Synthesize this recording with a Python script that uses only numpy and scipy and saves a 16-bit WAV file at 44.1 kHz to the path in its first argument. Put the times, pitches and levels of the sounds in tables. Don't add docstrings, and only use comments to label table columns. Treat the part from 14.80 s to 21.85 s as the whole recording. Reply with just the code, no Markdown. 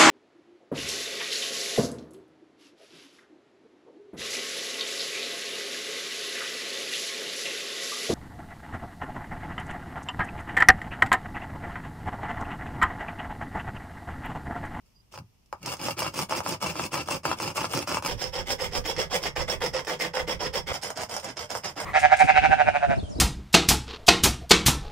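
import sys
import numpy as np
from scipy import signal
from scipy.fft import rfft, irfft
from scipy.io import wavfile

SR = 44100
rng = np.random.default_rng(int(sys.argv[2]) if len(sys.argv) > 2 else 0)


def level_to_linear(level):
    exponent = np.asarray(level, float) / 20
    return 10 ** exponent


def dump_mix(stems):
    frames = np.atleast_2d(stems).T
    limited = np.clip(frames, -1, 1)
    pcm = np.round(limited * 32767).astype(np.int16)
    wavfile.write(sys.argv[1], SR, pcm)


N = 310905
T = np.arange(N) / SR

CUTS_S = [
    3.278,
    5.926,
]
# frequency in Hz, level in dB per Hz.
AIR_SPECTRUM = [(15, -30), (25, -6), (59, -7), (72, -9.5), (531, -28), (962, -28.5), (1650, -37),
                (2760, -30.5), (3920, -38), (5430, -31.5), (7510, -40.5), (14800, -40), (16000, -54)]
# peak time in seconds, peak level in dB.
GUSTS = [(3.35, -36), (3.46, -41.5), (3.6, -39), (3.72, -41.5), (3.87, -38.5), (3.99, -35.5), (4.18, -38),
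         (4.32, -45), (4.47, -40), (4.62, -34.5), (4.78, -39.5), (4.92, -42), (5.44, -40.5), (5.56, -41),
         (5.68, -39.5), (5.8, -42.5), (5.92, -37)]
# time in seconds, frequency in Hz, level in dB.
CHIRP = [
    [(0.146, 4844, -79), (0.164, 4860, -62), (0.192, 4826, -74), (0.206, 4880, -62), (0.234, 4845, -96)],
]
# peak time in seconds, peak level in dB.
THUMPS = [
    (0.4, -39.5),
    (0.744, -52),
    (.84, -45.5),
]
# hum in dB re stroke, frequency in Hz, width in Hz, coarse bumps in dB.
SLAB = [(-13, 145.4, 96, -20.5), (-6.5, 155.6, 34.5, -34), (-16, 136, 100, -23)]
# slips per second, slip size spread in dB, echo in dB, echo T60 in seconds, level in dB.
PLACES = [(4877, 4, -2.5, 0.12, 2.5), (9000, 3.0, 1, 0.16, 2.5), (6000, 3.5, 0.5, 0.15, 1.86)]
# frequency in Hz, level in dB per Hz.
BODY_NEAR = [(82, -28), (140, 2.5), (217, -6), (342, -2), (451, -9.5), (550, 1), (712, -8), (997, -1.5),
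             (1920, -12.5), (2690, -6), (3760, -19), (5170, -9), (11400, -24.5), (14800, -22.5),
             (16000, -31)]
BODY_FAR = [(110, -36), (190, -15.5), (399, -8.5), (508, -5), (696, -7.5), (937, -8), (1380, -14),
            (1970, -14.5), (3310, -15), (4130, -25), (5260, -16), (6100, -21), (11200, -33.5),
            (14600, -34.5), (16000, -40)]
BODY_SIDE = [(82, -43), (140, -11), (363, -8.5), (770, -3), (1840, -9.5), (2080, -5), (2480, -10.5),
             (3090, -7.5), (4240, -19), (5170, -6), (6180, -15.5), (6960, -13), (11200, -26.),
             (14800, -24.), (16000, -46)]
# frequency in Hz, width in Hz, lift in dB.
RING_NEAR = [(312, 70, 1.5), (605, 200, 0.5), (844, 150, 4), (1245, 140, 3), (2206, 94, 6), (2763, 77, 5),
             (3430, 390, 5.5), (7100, 48, 2), (9000, 670, 4)]
RING_FAR = [(511, 62, 6.8), (907, 58, 2.2), (1654, 21, 5.8), (2030, 420, 6), (3290, 330, 3.5),
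            (4500, 150, 3.), (5400, 450, 4.5), (7120, 350, 3.)]
RING_SIDE = [(600, 120, 2.4), (895, 27, 1.1), (1350, 14, 4.4), (2080, 42, 3.3), (5020, 74, 3.5),
             (5550, 79, 2.6), (5800, 100, 5.2), (6820, 200, 5.6), (8710, 279.2, 6)]
# frequency in Hz, left minus right in dB.
PORTS = [(2000, 2), (2700, 3.5), (3300, -1), (5100, -12), (5900, -2), (7000, -0.5), (8500, 10.5),
         (10500, 6.5), (13000, -4), (14800, -8.5), (15800, -28)]
# frequency in Hz, left minus right in dB.
LEAN_NEAR = [(60, 4), (150, -0.5), (380, -6), (950, 2), (2380, 0.5), (5980, -2.0), (15000, 0.0)]
LEAN_FAR = [(60, -27), (150, 5.5), (380, -3), (950, -4), (2380, -1), (5980, -5.5), (15000, -3.0)]
LEAN_SIDE = [(60, 16), (150, -5.5), (380, -6), (950, -2), (2380, -3), (5980, -5.5), (15000, -3.0)]
# time at full speed in seconds, hold in seconds, level in dB.
STROKES_NEAR = [(0.868, .07, -31), (1.049, 0.069, -29.5), (1.187, 0.095, -29), (1.395, 0.039, -28),
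                (1.511, 0.08, -29), (1.697, 0.054, -29), (1.825, 0.087, -28.5), (2.006, 0.056, -29),
                (2.132, 0.083, -28), (2.324, 0.044, -29), (2.456, 0.072, -28.5), (2.634, 0.073, -29),
                (2.767, .089, -28), (2.952, 0.076, -28), (3.087, 0.09, -27)]
STROKES_FAR = [(3.424, 0.053, -31), (3.541, 0.065, -31), (3.71, 0.018, -25.5), (3.802, 0.055, -29.5),
               (3.961, 0.022, -26.5), (4.056, 0.059, -30), (4.2, .035, -26), (4.32, 0.043, -26),
               (4.462, 0.017, -25.5)]
STROKES_FAR_HARD = [(4.568, 0.053, -26.5), (4.688, 0.05, -27.5), (4.819, .052, -25.5), (4.944, 0.055, -28),
                    (5.081, 0.06, -27), (5.206, 0.064, -28), (5.348, 0.065, -27.5), (5.485, 0.044, -26.5),
                    (5.606, 0.068, -27), (5.745, 0.044, -26.5), (5.878, 0.04, -27)]
STROKES_SIDE = [(6.032, 0.063, -30), (6.17, 0.067, -28.5), (6.304, 0.087, -31.5), (6.44, 0.067, -31.5),
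                (6.578, 0.069, -31), (6.705, 0.076, -32), (6.843, 0.063, -30), (6.973, 0.064, -28.5)]
# rise in seconds, fade over hold in dB, low ring in dB, bright grit in dB.
FIRST_WAY = [(.028, -1.5, 0, -1), (0.06, -6.5, 4, 2.5), (0.018, -3., -0.5, 0.), (0.022, -4.5, 2.5, -1.5)]
BACK_WAY = [(0.078, -5.5, 7, 2.5), (0.025, -0.5, 1.5, 0.9), (0.021, -3., 3.5, 1), (0.021, -2.5, 3, -4.5)]
# start in seconds, rise in seconds, stop in seconds,
# level at full speed in dB, level at stop in dB.
HAND_MOVES = [
    (.03, 0.026, 0.13, -74, -75),
    (0.309, 0.043, 0.35, -44, -37.5),
    (.53, .02, 0.54, -72, -66),
    (.68, 0.065, 1.14, -68, -61),
    (.805, .03, 0.83, -44, -39),
    (3.221, 0.034, 3.26, -27.5, -22.5),
    (3.265, 0.032, 3.324, -28.5, -30),
    (5.918, 0.035, 5.96, -29, -27.5),
]
# time in seconds, low ring in dB, bright grit in dB.
RUSTLE = (.36, 2.4, 4.1)
# time in seconds, peak in dB, bright part in dB.
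TOUCHES = [(0.324, -58, 3), (0.339, -34, -23), (0.376, -29.5, -19), (0.387, -35, -13.5), (0.66, -67, -2),
           (0.727, -20., -28.), (0.829, -42, -6), (0.86, -34, -1), (.969, -40, -8), (1.641, -41, -27),
           (1.955, -23.5, -24), (5.048, -33, -7.5)]
# time in seconds, peak in dB.
SNAGS_NEAR = [(1.084, -17.5), (1.19, -20), (1.22, -16), (1.264, -18.5), (1.342, -29.5), (1.495, -27),
              (1.509, -21), (1.523, -13.5), (1.582, -27), (1.604, -18.5), (1.662, -15.5), (1.814, -30),
              (1.828, -20.5), (1.861, -20.5), (1.995, -16), (2.141, -16.5), (2.286, -17), (2.312, -18),
              (2.453, -13.5), (2.514, -12), (2.529, -21.5), (2.601, -18), (2.758, -26), (2.779, -16),
              (2.843, -15.5), (2.938, -15.5), (3.074, -21.5), (3.116, -19), (3.17, -14.5), (3.224, -25)]
SNAGS_FAR = [(4.563, -19), (4.684, -21.5), (4.815, -18), (4.992, -19.5), (5.077, -20.5), (5.199, -23),
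             (5.341, -20.5), (5.37, -14), (5.399, -16.5), (5.916, -18)]
SNAGS_SIDE = [(6.022, -47), (6.103, -19), (6.173, -26), (6.217, -25.5), (6.294, -58), (6.34, -22),
              (6.365, -20), (6.399, -50), (6.444, -23.5), (6.592, -26), (6.704, -33), (6.714, -25),
              (6.751, -15), (6.845, -22), (6.856, -26), (7.002, -19.5)]
CRUMBLE_DB = [-19.5, -22, -15]


def rms_one(x):
    return x / np.sqrt(np.mean(x ** 2) + 1e-20)


def at_hz(points, hz):
    points = np.array(points)
    return np.interp(np.log(hz + 1), np.log(points[:, 0]), points[:, 1])


def causal(db):
    cepstrum = irfft(db * np.log(10) / 20)
    half = len(cepstrum) // 2
    cepstrum[1:half] *= 2
    cepstrum[half + 1:] = 0
    return irfft(np.exp(rfft(cepstrum)))[:half]


def band(x, lo_hz, hi_hz):
    return signal.sosfilt(signal.butter(2, [lo_hz, hi_hz], "band", fs=SR, output="sos"), x)


def drift(rate_hz):
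    noise = rng.standard_normal(N + SR)
    return rms_one(band(noise, rate_hz / 20, rate_hz)[SR:])


def air():
    shared = band(rng.standard_normal(N), 9.4, 190.0)
    noise = shared + band(rng.standard_normal((2, N)), 92.0, 19000.)
    shape = causal(at_hz(AIR_SPECTRUM, np.linspace(0, SR / 2, 4097)))
    shaped = signal.oaconvolve(noise, shape[None], axes=1)[:, :N]
    return level_to_linear(-65 + 1.5) * rms_one(shaped)


def swells(rows, swell_db_per_s, ease_db_per_s):
    levels_db = [db - np.where(T < s, swell_db_per_s * (s - T), ease_db_per_s * (T - s)) for s, db in rows]
    return np.max(levels_db, axis=0)


def rumble(db, lo_hz, hi_hz, channels):
    noise = rms_one(band(rng.standard_normal((channels, N)), lo_hz, hi_hz))
    return noise * level_to_linear(db + 0.92 * drift(39.0))


def wind():
    lull_db = -59
    gusts_db = np.maximum(swells(GUSTS, swell_db_per_s=188, ease_db_per_s=123), lull_db)
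    port_gain = level_to_linear(np.array([[-5.], [5.]]))
    at_far = np.searchsorted(CUTS_S, T) == 1
    return rumble(gusts_db, 20.0, 97.0, channels=2) * port_gain * at_far


def insect():
    s, hz, db = np.transpose(CHIRP[0])
    phase = 2 * np.pi * np.cumsum(np.interp(T, s, hz)) / SR
    tone = np.sqrt(2) * level_to_linear(np.interp(T, s, db, -150, -150)) * np.sin(phase)
    return tone * level_to_linear(np.array([[-3.], [3.]]))


def thump():
    thump_db = swells(THUMPS, swell_db_per_s=400., ease_db_per_s=282)
    return rumble(thump_db, 87.0, 163.0, channels=1)


def slab(speed, place, linger_s=0.041):
    keep = np.exp(-1 / (linger_s * SR))
    noise = rng.standard_normal(N) * signal.lfilter([1 - keep], [1, -keep], speed)
    hums = [level_to_linear(db + 18.5) * band(noise, hz - width_hz / 2, hz + width_hz / 2)
            for db, hz, width_hz, _ in SLAB]
    bass_db = np.array([9., 3., 2.5])
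    return np.choose(place, hums) + level_to_linear(bass_db)[place] * band(noise, 77.4, 127.4)


def strokes():
    tables = [STROKES_NEAR, STROKES_FAR, STROKES_FAR_HARD, STROKES_SIDE]
    out = []
    for rows, *ways in zip(tables, FIRST_WAY, BACK_WAY):
        for k, (s, held_s, db) in enumerate(rows):
            rise_s, fade_db, low_db, bright_db = ways[k % 2]
            out.append((s - rise_s, rise_s, s + held_s, db, db + fade_db, low_db, bright_db))
    return out


def stroke_gain(stop_db_per_s=910.0):
    out = np.zeros(N)
    for start, rise, stop, full_db, stop_db in [row[:5] for row in strokes()] + HAND_MOVES:
        at = slice(max(int(start * SR), 0), int((stop + .08) * SR))
        t = T[at]
        full = start + rise
        db = np.interp(t, [full, max(stop, full + 0.00087)], [full_db, stop_db])
        db = db - stop_db_per_s * np.maximum(t - stop, 0)
        out[at] += level_to_linear(db) * np.clip((t - start) / rise, 0, 1) ** 1.37
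    return out


def bumps(speed, place, per_s=200.0):
    size = level_to_linear(7.4 * np.minimum(rng.exponential(1, N), 3.))
    knocks = (rng.random(N) < per_s / SR) * size * rng.choice([-1, 1], N)
    level_db = np.array(SLAB)[place, 3] + 6.5
    return band(band(rms_one(knocks) * speed * level_to_linear(level_db), 606.0, 1800.0), 380.0, 2000.0)


def all_snags():
    out = list(TOUCHES)
    for rows, crumble_db in zip([SNAGS_NEAR, SNAGS_FAR, SNAGS_SIDE], CRUMBLE_DB):
        out += [(s, db, crumble_db - 0.81 * (db + 23.5)) for s, db in rows]
    return out


def snags(dull_db=16.0, crack_db=14.0, crumble_s=0.012):
    s, peak_db, bright_db = np.transpose(all_snags())
    knock, crack = np.zeros((2, N))
    at = (s * SR).astype(int)
    knock[at + 25] = level_to_linear(peak_db + dull_db)
    crack[at] = level_to_linear(peak_db + bright_db + crack_db)
    decay = signal.lfilter([1], [1, -level_to_linear(-60 / (crumble_s * SR))], crack + 1e-18)
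    crumble = decay * rng.standard_normal(N)
    blunt = band(band(knock + 1e-18, 436.0, 2160.0), 310.0, 1900.0)
    return blunt + band(crumble, 3270.0, 20000.0)


def friction(per_s, spread_db, speed):
    start, _, stop, _, _, low_db, bright_db = np.transpose(strokes())
    s, low_db, bright_db = np.c_[RUSTLE, [(start + stop) / 2, low_db, bright_db]]
    born = rng.random(N) < per_s / SR
    size = level_to_linear(spread_db * np.minimum(rng.exponential(1, N), 3.1)) * rng.choice([-1, 1], N)
    flurries = level_to_linear(2.73 * drift(158.0))
    slips = level_to_linear(-4.5) * rms_one(born * size * flurries) * speed
    low = np.interp(T, s, low_db)
    bright = np.interp(T, s, bright_db) + 0.24 * np.log10(speed / 0.085 + .01)
    tilts_db = [low, 0, 0, .5 * bright, bright, bright, 1.5 * bright + 2.04 * drift(9.)]
    below = [0]
    for hz in [600, 1200, 2200, 3600, 6000, 10000]:
        below.append(signal.sosfilt(signal.butter(2, hz, fs=SR, output="sos"), slips))
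    below.append(slips)
    return sum((upper - lower) * level_to_linear(tilt_db + 1.6 * drift(74.0))
               for tilt_db, lower, upper in zip(tilts_db, below, below[1:]))


def echoes(echo_db, t60_s, lag):
    t = np.arange(4096) / SR
    common, own = rng.standard_normal(len(t)), rng.standard_normal((2, len(t)))
    lows = 0.64 * (band(common, 23.0, 1780.0) + 0.89 * band(own, 350.0, 1850.0))
    highs = band(own[::-1], 2250.0, 21700.0) * level_to_linear(-20. * t / t60_s)
    tail = (lows + highs) * level_to_linear(-60 * t / t60_s) * (t > .0008)
    tail = level_to_linear(echo_db) * tail / np.sqrt(np.sum(tail ** 2, axis=1, keepdims=True))
    tail[1, max(lag, 0)] = tail[0, max(-lag, 0)] = 1
    return tail / np.sqrt(1 + level_to_linear(2 * echo_db))


def heard(force, body, rings, leans, echo_db, t60_s):
    spot = np.repeat(rng.integers(0, 6, len(force) // 1300 + 1), 1300)[:len(force)]
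    hz = np.linspace(0, SR / 2, 1025)
    lean_db = np.where(hz < 2000, at_hz(leans, hz), at_hz(leans, 1700) + at_hz(PORTS, hz))
    out = 0
    for k, lag in enumerate([-1, 0, 2, 3, 4, 5]):
        change = rng.uniform(-0.83, 1, (len(rings), 2))
        db = at_hz(body, hz)
        for (ring_hz, width_hz, lift_db), (detune, boost) in zip(rings, change):
            offset = 2 * (hz - ring_hz * (1 + 0.037 * detune)) / width_hz
            db = db + lift_db * (1 + 0.96 * boost) / (1 + offset ** 2)
        level = np.sqrt(np.sum(band(causal(db), 400, 12000) ** 2))
        colour = np.array([causal(db + lean_db / 2), causal(db - lean_db / 2)]) / level
        path = signal.fftconvolve(echoes(echo_db, t60_s, lag), colour, axes=1)
        out = out + signal.oaconvolve((force * (spot == k))[None], path, axes=1)
    return out[:, :len(force)]


def grinding():
    place, speed = np.searchsorted(CUTS_S, T), stroke_gain()
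    per_s, spread_db = np.array(PLACES)[place, :2].T
    force = friction(per_s, spread_db, speed) + bumps(speed, place) + snags()
    ends = [0] + [int(s * SR) for s in CUTS_S] + [N]
    bodies = [(BODY_NEAR, RING_NEAR, LEAN_NEAR), (BODY_FAR, RING_FAR, LEAN_FAR),
              (BODY_SIDE, RING_SIDE, LEAN_SIDE)]
    parts = []
    for a, b, body, (_, _, echo_db, t60_s, level_db) in zip(ends, ends[1:], bodies, PLACES):
        parts.append(level_to_linear(level_db) * heard(force[a:b], *body, echo_db, t60_s))
    return np.hstack(parts) + slab(speed, place)


def scene():
    return air() + wind() + insect() + thump() + grinding()


def low_pass(x):
    return signal.sosfilt(signal.butter(12, 16630, fs=SR, output="sos"), x)


def record(dry):
    mix = signal.sosfilt(signal.cheby2(14, 60, 16350, fs=SR, output="sos"), dry)
    return low_pass(mix)


dry = scene()
out = record(dry)
dump_mix(out)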